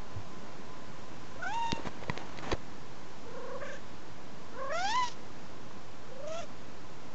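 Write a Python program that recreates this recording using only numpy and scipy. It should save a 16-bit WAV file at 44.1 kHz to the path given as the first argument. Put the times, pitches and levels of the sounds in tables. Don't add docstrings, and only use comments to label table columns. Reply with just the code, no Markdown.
import sys
import numpy as np
from scipy import signal
from scipy.fft import rfft, irfft, next_fast_len
from scipy.io import wavfile

SR = 44100
rng = np.random.default_rng(int(sys.argv[2]) if len(sys.argv) > 2 else 0)


def unload_wav(signal):
    wavfile.write(
        sys.argv[1],
        SR,
        np.round(np.clip(np.atleast_2d(signal).T, -1, 1) * 32767).astype(np.int16),
    )


N = 314874
T = np.arange(N) / SR


def undb(db):
    return 10 ** (np.asarray(db) / 20)


def unit(x):
    return x / np.sqrt(np.mean(x ** 2))


def ramp(t, length_s):
    return np.clip(t / length_s, 0, 1)


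def eq_gain(points, hz):
    f, db = np.transpose(points)
    return undb(np.interp(np.log(np.maximum(hz, 1)), np.log(f), db))


def colour(x, points):
    size = next_fast_len(N)
    hz = np.arange(size // 2 + 1) * SR / size
    return unit(irfft(rfft(x, size) * eq_gain(points, hz), size)[:N])


def drift(rate):
    knots = rng.standard_normal(N // 8)
    return unit(np.interp(T * rate, np.arange(len(knots)), knots))


def add(out, s, sound):
    i = int(s * SR)
    out[i:i + len(sound)] += sound[:N - i]


# (frequency [Hz], gain [dB])
ROOM_TONE_EQ = [(18, -34), (30, -7.5), (33, -13), (53, -5), (134, 0), (239, -1), (387, -4), (477, -5),
                (673, -7), (909, -8), (996, -7), (1250, -11.5), (1440, -12), (2230, -17), (7400, -24.5),
                (9620, -32.5), (16300, -120)]
def room_tone(level_db=-49):
    return colour(rng.standard_normal(N), ROOM_TONE_EQ) * undb(level_db + 0.58 * drift(1.2))


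def fan(hz=1020, width_hz=28, near_db=-59, far_db=-66.5, swing_at_s=0.9, swing_length_s=1.5):
    phase = 2 * np.pi * hz * T
    whine = unit(drift(width_hz) * np.sin(phase) + drift(width_hz) * np.cos(phase))
    return whine * undb(near_db + (far_db - near_db) * ramp(T - swing_at_s, swing_length_s))


def soft_contact(t, hz, decay_s):
    age = np.log(1000) * t / decay_s
    return age * np.exp(1 - age) * np.sin(2 * np.pi * hz * t)


def shuffles(per_second=2.6, top_db=-47, spread_db=1, centre_hz=950, decay_s=0.011):
    out, t = np.zeros(N), T[:SR // 15]
    for s, softness, pitch in rng.random((80, 3)) * [80 / per_second, 1, 1]:
        if s < T[-1]:
            tick = soft_contact(t, centre_hz * 2 ** (pitch - .5), decay_s)
            add(out, s, undb(top_db - spread_db * softness) * tick)
    return out


# (time [s], envelope peak [dB], pitch [Hz], decay [s])
BUMP_HITS = [(0.1548, -34, 98.3, 0.1), (1.7285, -18.5, 223, 0.0075), (1.7770, -33, 547, 0.0082),
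             (1.795, -32, 300, 0.011), (1.852, -31.5, 338, 0.011), (1.8705, -30, 149, 0.0099),
             (2.0260, -35, 520, 0.0074), (2.0815, -32, 497, 0.011), (2.0958, -24.5, 160, 0.017),
             (2.1745, -28, 420, 0.0055), (2.5237, -24, 352, 0.023), (2.5296, -27.5, 523, 0.013),
             (2.5340, -19.5, 54.6, 0.011), (2.5510, -30.5, 543, 0.0067)]
def bumps():
    out, t = np.zeros(N), T[:SR // 3]
    for s, db, hz, decay_s in BUMP_HITS:
        add(out, s, undb(db) * soft_contact(t, hz, decay_s))
    return out


# (time [s], pitch [Hz], level of the fundamental [dB])
GREETING_CURVE = [(1.35, 515, -69), (1.362, 506.5, -53), (1.422, 732, -49), (1.464, 714, -42),
                  (1.546, 922, -35), (1.6, 929.9, -32.5), (1.684, 925.1, -36.5), (1.8, 909, -52.5),
                  (1.81, 914.0, -77)]
CHIRRUP_CURVE = [(3.255, 458, -55), (3.285, 473, -49.5), (3.339, 500, -47.5), (3.46, 502, -45),
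                 (3.55, 523, -42.5), (3.599, 523.5, -49.5), (3.626, 553.5, -39.5), (3.665, 537, -47.5),
                 (3.745, 567, -47.5), (3.81, 550, -69)]
MEOW_CURVE = [(4.53, 433, -57), (4.6, 530, -40), (4.69, 540.5, -42.5), (4.746, 654, -35),
              (4.785, 693.4, -38), (4.849, 782, -33), (4.934, 914, -35.5), (4.964, 1023, -27.5),
              (5.044, 984, -31), (5.069, 946, -44), (5.15, 870, -77)]
MURMUR_CURVE = [(6.09, 458.6, -56), (6.14, 503.5, -52), (6.205, 536, -46), (6.235, 580, -42),
                (6.315, 641.6, -40), (6.404, 688, -41), (6.42, 575, -50), (6.443, 586, -48),
                (6.468, 550, -68)]
# (frequency [Hz], gain [dB])
HALF_MOUTH_EQ = [(1000, -29), (2200, 3), (2750, 5.5), (3050, -7.5), (3350, 2.5), (3700, 0), (4300, -29),
                 (5000, -1), (5800, -12), (6600, -12.5), (7600, -16)]
WIDE_MOUTH_EQ = [(1200, -26), (2200, 5), (2650, -3), (3050, -0.5), (3600, 5.5), (4000, -8), (4500, -2.5),
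                 (4900, -11.5), (5500, -2.5), (6200, -20), (6800, -5), (7600, -20.5)]
HALF_RASP_EQ = [(400, -15), (1000, 0), (1700, -3.5), (3200, 7.5), (4500, -12.5), (5800, 3.5), (6700, 7.5),
                (7800, -18.5)]
WIDE_RASP_EQ = [(400, -21.5), (1000, 1), (2000, 1), (3300, 6), (4500, -3.5), (5200, 8.5), (5800, 6.5),
                (6600, 0.5), (7800, -16.5)]
# (time of one crest [s], rate [Hz], vibrato depth [share of pitch],
# tremolo depth [dB], pitch at which the roll is half gone [Hz])
CALL_TRILLS = [(1.436, 28.3, .055, 4, 707), (3.552, 28.27, .08, 0.5, 700), (4.648, 38.5, 0.041, 1, 656),
               (6.241, 25.6, .07, 4, 604)]
# (opens [s], widest [s], shut by [s], overtone rise until widest [dB/s])
CALL_MOUTH_MOVES = [(1.417, 1.697, 1.815, 17), (3.605, 3.68, 3.95, 63), (4.697, 4.97, 5.11, 57),
                    (6.287, 6.394, 6.9, 52)]
# (nose level [dB re fundamental], throat formant [Hz], its width [Hz],
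# its level [dB], its sag [dB/s], mouth level [dB], mouth treble shelf [dB])
CALL_TIMBRES = [(-6, 1450, 210, -36.5, 10, -54, -2), (-7.5, 1570, 480, -42.5, 62, -67, -2),
                (-2, 1570, 500, -38, 19, -44, 4.5), (-21, 1360, 280, -48, 14, -61, 3)]
# (start [s], attack [s], level with the mouth at its widest [dB])
CALL_RASPS = [(1.415, 0.014, -54.5), (3.595, 0.035, -60.5), (4.705, 0.13, -45.5), (6.255, 0.041, -52)]
def cat():
    curves = GREETING_CURVE, CHIRRUP_CURVE, MEOW_CURVE, MURMUR_CURVE
    mouth_eqs = HALF_MOUTH_EQ, HALF_MOUTH_EQ, WIDE_MOUTH_EQ, HALF_MOUTH_EQ
    rasp_eqs = HALF_RASP_EQ, HALF_RASP_EQ, WIDE_RASP_EQ, HALF_RASP_EQ
    calls = zip(curves, CALL_TRILLS, CALL_MOUTH_MOVES, CALL_TIMBRES, CALL_RASPS, mouth_eqs, rasp_eqs)
    return sum(call(*parts) for parts in calls)


NOSE_HZ, NOSE_WIDTH_HZ, NOSE_OPEN_SHARE = 1080, 620, 0.16
OPEN_S, SHUT_S, JAW_DROP_S, CRACK_S, RASP_RELEASE_S = 0.022, 0.039, 0.052, 0.02, 0.055
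CLOSING_DB_PER_S, RASP_SLOPE_DB_PER_S = 70, 10
TRILL_FADE_HZ, THIN_ABOVE_HZ, THIN_DB_PER_OCTAVE = 22, 886, 78.5
JITTER, CRACK_JITTER, WAVER = 0.005, 0.028, 0.0054
def call(curve, trill, mouth_move, timbre, rasp_swell, mouth_eq, rasp_eq, throb=2.1, shimmer_db=3):
    times, *columns = np.transpose(curve)
    crest_s, trill_hz, trill_depth, tremolo_db, roll_limit_hz = trill
    opens_s, widest_s, shuts_s, rise_db_per_s = mouth_move
    nose_db, throat_hz, throat_width_hz, throat_db, sag_db_per_s, mouth_db, treble_db = timbre
    rasp_s, rasp_attack_s, rasp_db = rasp_swell
    on = (T > times[0]) & (T < times[-1])
    t = T[on]
    hz, db = (np.interp(t, times, column) for column in columns)

    rolling = 1 / (1 + np.exp((hz - roll_limit_hz) / TRILL_FADE_HZ))
    roll = rolling * np.cos(2 * np.pi * trill_hz * (t - crest_s) + 0.28 * drift(25)[on])
    depth, flutter = trill_depth * rolling, trill_depth * roll

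    parted = ramp(t - opens_s, OPEN_S)
    opening = parted * ramp(min(shuts_s, times[-1]) - t, SHUT_S) ** 2
    jaw = ramp(t - opens_s, JAW_DROP_S)
    from_widest_s = np.abs(t - widest_s)
    mouth_slope = np.where(t < widest_s, rise_db_per_s, CLOSING_DB_PER_S)
    nose_gain = undb(db + nose_db) * (1 - (1 - NOSE_OPEN_SHARE) * parted)
    throat_gain = opening * undb(throat_db - sag_db_per_s * (t - opens_s))
    mouth_gain = opening * jaw * undb(mouth_db - mouth_slope * from_widest_s)
    shelf_db = treble_db - THIN_DB_PER_OCTAVE * np.maximum(np.log2(hz / THIN_ABOVE_HZ), 0)

    crack = np.exp(-((t - opens_s - OPEN_S) / CRACK_S) ** 2)
    jitter = (JITTER + 0.13 * depth + CRACK_JITTER * crack) * drift(300)[on]
    hz = hz * (1 + flutter + jitter + WAVER * drift(60)[on])
    phase = 2 * np.pi * np.cumsum(hz) / SR
    voice = np.sin(phase) * undb(db + (1.2 + 16 * depth) * drift(130)[on])
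    for k in range(2, 15):
        overtone_hz = k * hz
        nose = nose_gain / (1 + ((overtone_hz - NOSE_HZ) / NOSE_WIDTH_HZ) ** 2) ** 2
        throat = throat_gain / (1 + ((overtone_hz - throat_hz) / throat_width_hz) ** 2) ** 2
        shelf = undb(shelf_db * np.clip((overtone_hz - 4000) / 1000, 0, 1))
        mouth = mouth_gain * shelf * eq_gain(mouth_eq, overtone_hz)
        gain = (nose + throat + mouth) * np.exp(throb * flutter)
        shimmer = undb(shimmer_db * np.sqrt(min(k, 6) / 3) * drift(70)[on])
        voice += gain * shimmer * np.sin(k * phase + rng.uniform(0, 2 * np.pi))

    turbulence = colour(rng.standard_normal(N), rasp_eq)[on]
    rasp = turbulence * unit(1 + 1.3 * np.cos(phase)) * undb(2.4 * drift(120)[on])
    rasp_envelope = ramp(t - rasp_s, rasp_attack_s) * ramp(times[-1] - t, RASP_RELEASE_S)
    rasp *= rasp_envelope * undb(rasp_db - RASP_SLOPE_DB_PER_S * from_widest_s)
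    out = np.zeros(N)
    out[on] = (voice * np.sqrt(2) + rasp) * undb(tremolo_db * roll)
    return out


# (time [s], peak of the ring [dB], brightest frequency [Hz], t60 [s])
CLICK_HITS = [(1.7197, -15, 3700, 0.0034), (1.8719, -25, 1020, 0.014), (2.0360, -31.5, 2220, 0.013),
              (2.097, -16.5, 1520, 0.017), (2.1760, -22.5, 2900, 0.0043), (2.3748, -34.5, 5100, .009),
              (2.3875, -29, 2800, 0.013), (2.5165, -19.5, 3500, 0.019), (2.5182, -17, 885, 0.0092),
              (2.526, -29.5, 2980, 0.017), (2.529, -28, 4500, 0.011)]
# (frequency [Hz], level [dB], decay [multiple of the click's t60])
CLICK_RESONANCES = [(477, 5, 1.6), (978, 2, 1.57), (1950, 2, 1.05), (2450, 4.5, 0.43), (3340, -3, 0.97),
                    (3910, -6.5, 1.6), (4570, 4, 0.43), (6350, -6.5, 1), (7000, -10.5, 0.79)]
def clicks(snap_gain=0.12, focus_octaves=0.86, attack_s=0.00034):
    out, t = np.zeros(N), T[:SR // 20]
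    for s, db, bright_hz, t60 in CLICK_HITS:
        ring = np.zeros(len(t))
        for k, (hz, mode_db, decay_scale) in enumerate(CLICK_RESONANCES):
            gain = undb(mode_db) / (1 + (np.log2(hz / bright_hz) / focus_octaves) ** 2)
            decay = np.exp(-np.log(1000) * t / (t60 * decay_scale))
            ring += (-1) ** k * gain * decay * np.sin(2 * np.pi * hz * t)
        ring *= 1 - np.exp(-t / attack_s)
        snap = snap_gain * rng.standard_normal(len(t)) * np.exp(-np.log(1000) * t / t60)
        add(out, s, undb(db) * (ring / np.abs(ring).max() + snap))
    return out


# (frequency [Hz], gain [dB])
FUR_EQ = [(40, -4), (150, 1), (500, -2), (950, -0.5), (1400, -8), (1800, -8), (2500, -12.5), (4200, -18.5),
          (5200, -25.5), (6600, -20), (7800, -28)]
# (time [s], length [s], level [dB])
FUR_RUBS = [(1.75, 0.1, -46.5), (1.846, .048, -39), (1.898, 0.11, -55), (2.007, 0.046, -47.5),
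            (2.062, 0.36, -50), (2.16, 0.083, -48.5), (2.378, .036, -48), (2.419, 0.13, -40.5),
            (2.511, 0.028, -35.5)]
def fur_stroke(grain_db=2.0, attack_s=0.0088, release_s=0.009):
    grains = rng.standard_normal(N) * undb(grain_db * drift(500))
    rubs = [undb(db) * ramp(T - s, attack_s) * ramp(s + length_s - T, release_s)
            for s, length_s, db in FUR_RUBS]
    return colour(grains, FUR_EQ) * np.linalg.norm(rubs, axis=0)


def room_reverb(x, t60=0.22, wet_db=-21, predelay_s=0.004):
    t = T[:SR // 2]
    tail = rng.standard_normal(len(t)) * np.exp(-np.log(1000) * t / t60) * (t > predelay_s)
    return x + undb(wet_db) * signal.fftconvolve(x, tail / np.linalg.norm(tail))[:N]


def scene():
    return (room_reverb(cat() + clicks()) + bumps() + fur_stroke() + shuffles() + room_tone() + fan())[None]


def record(dry):
    rolloff_hz, cutoff_hz, dc_offset = 7350, 8000, 0.0266
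    soft = signal.sosfilt(signal.butter(10, rolloff_hz, fs=SR, output="sos"), dry)
    return signal.sosfilt(signal.ellip(10, .2, 70, cutoff_hz, fs=SR, output="sos"), soft) + dc_offset


dry = scene()
out = record(dry)
unload_wav(out)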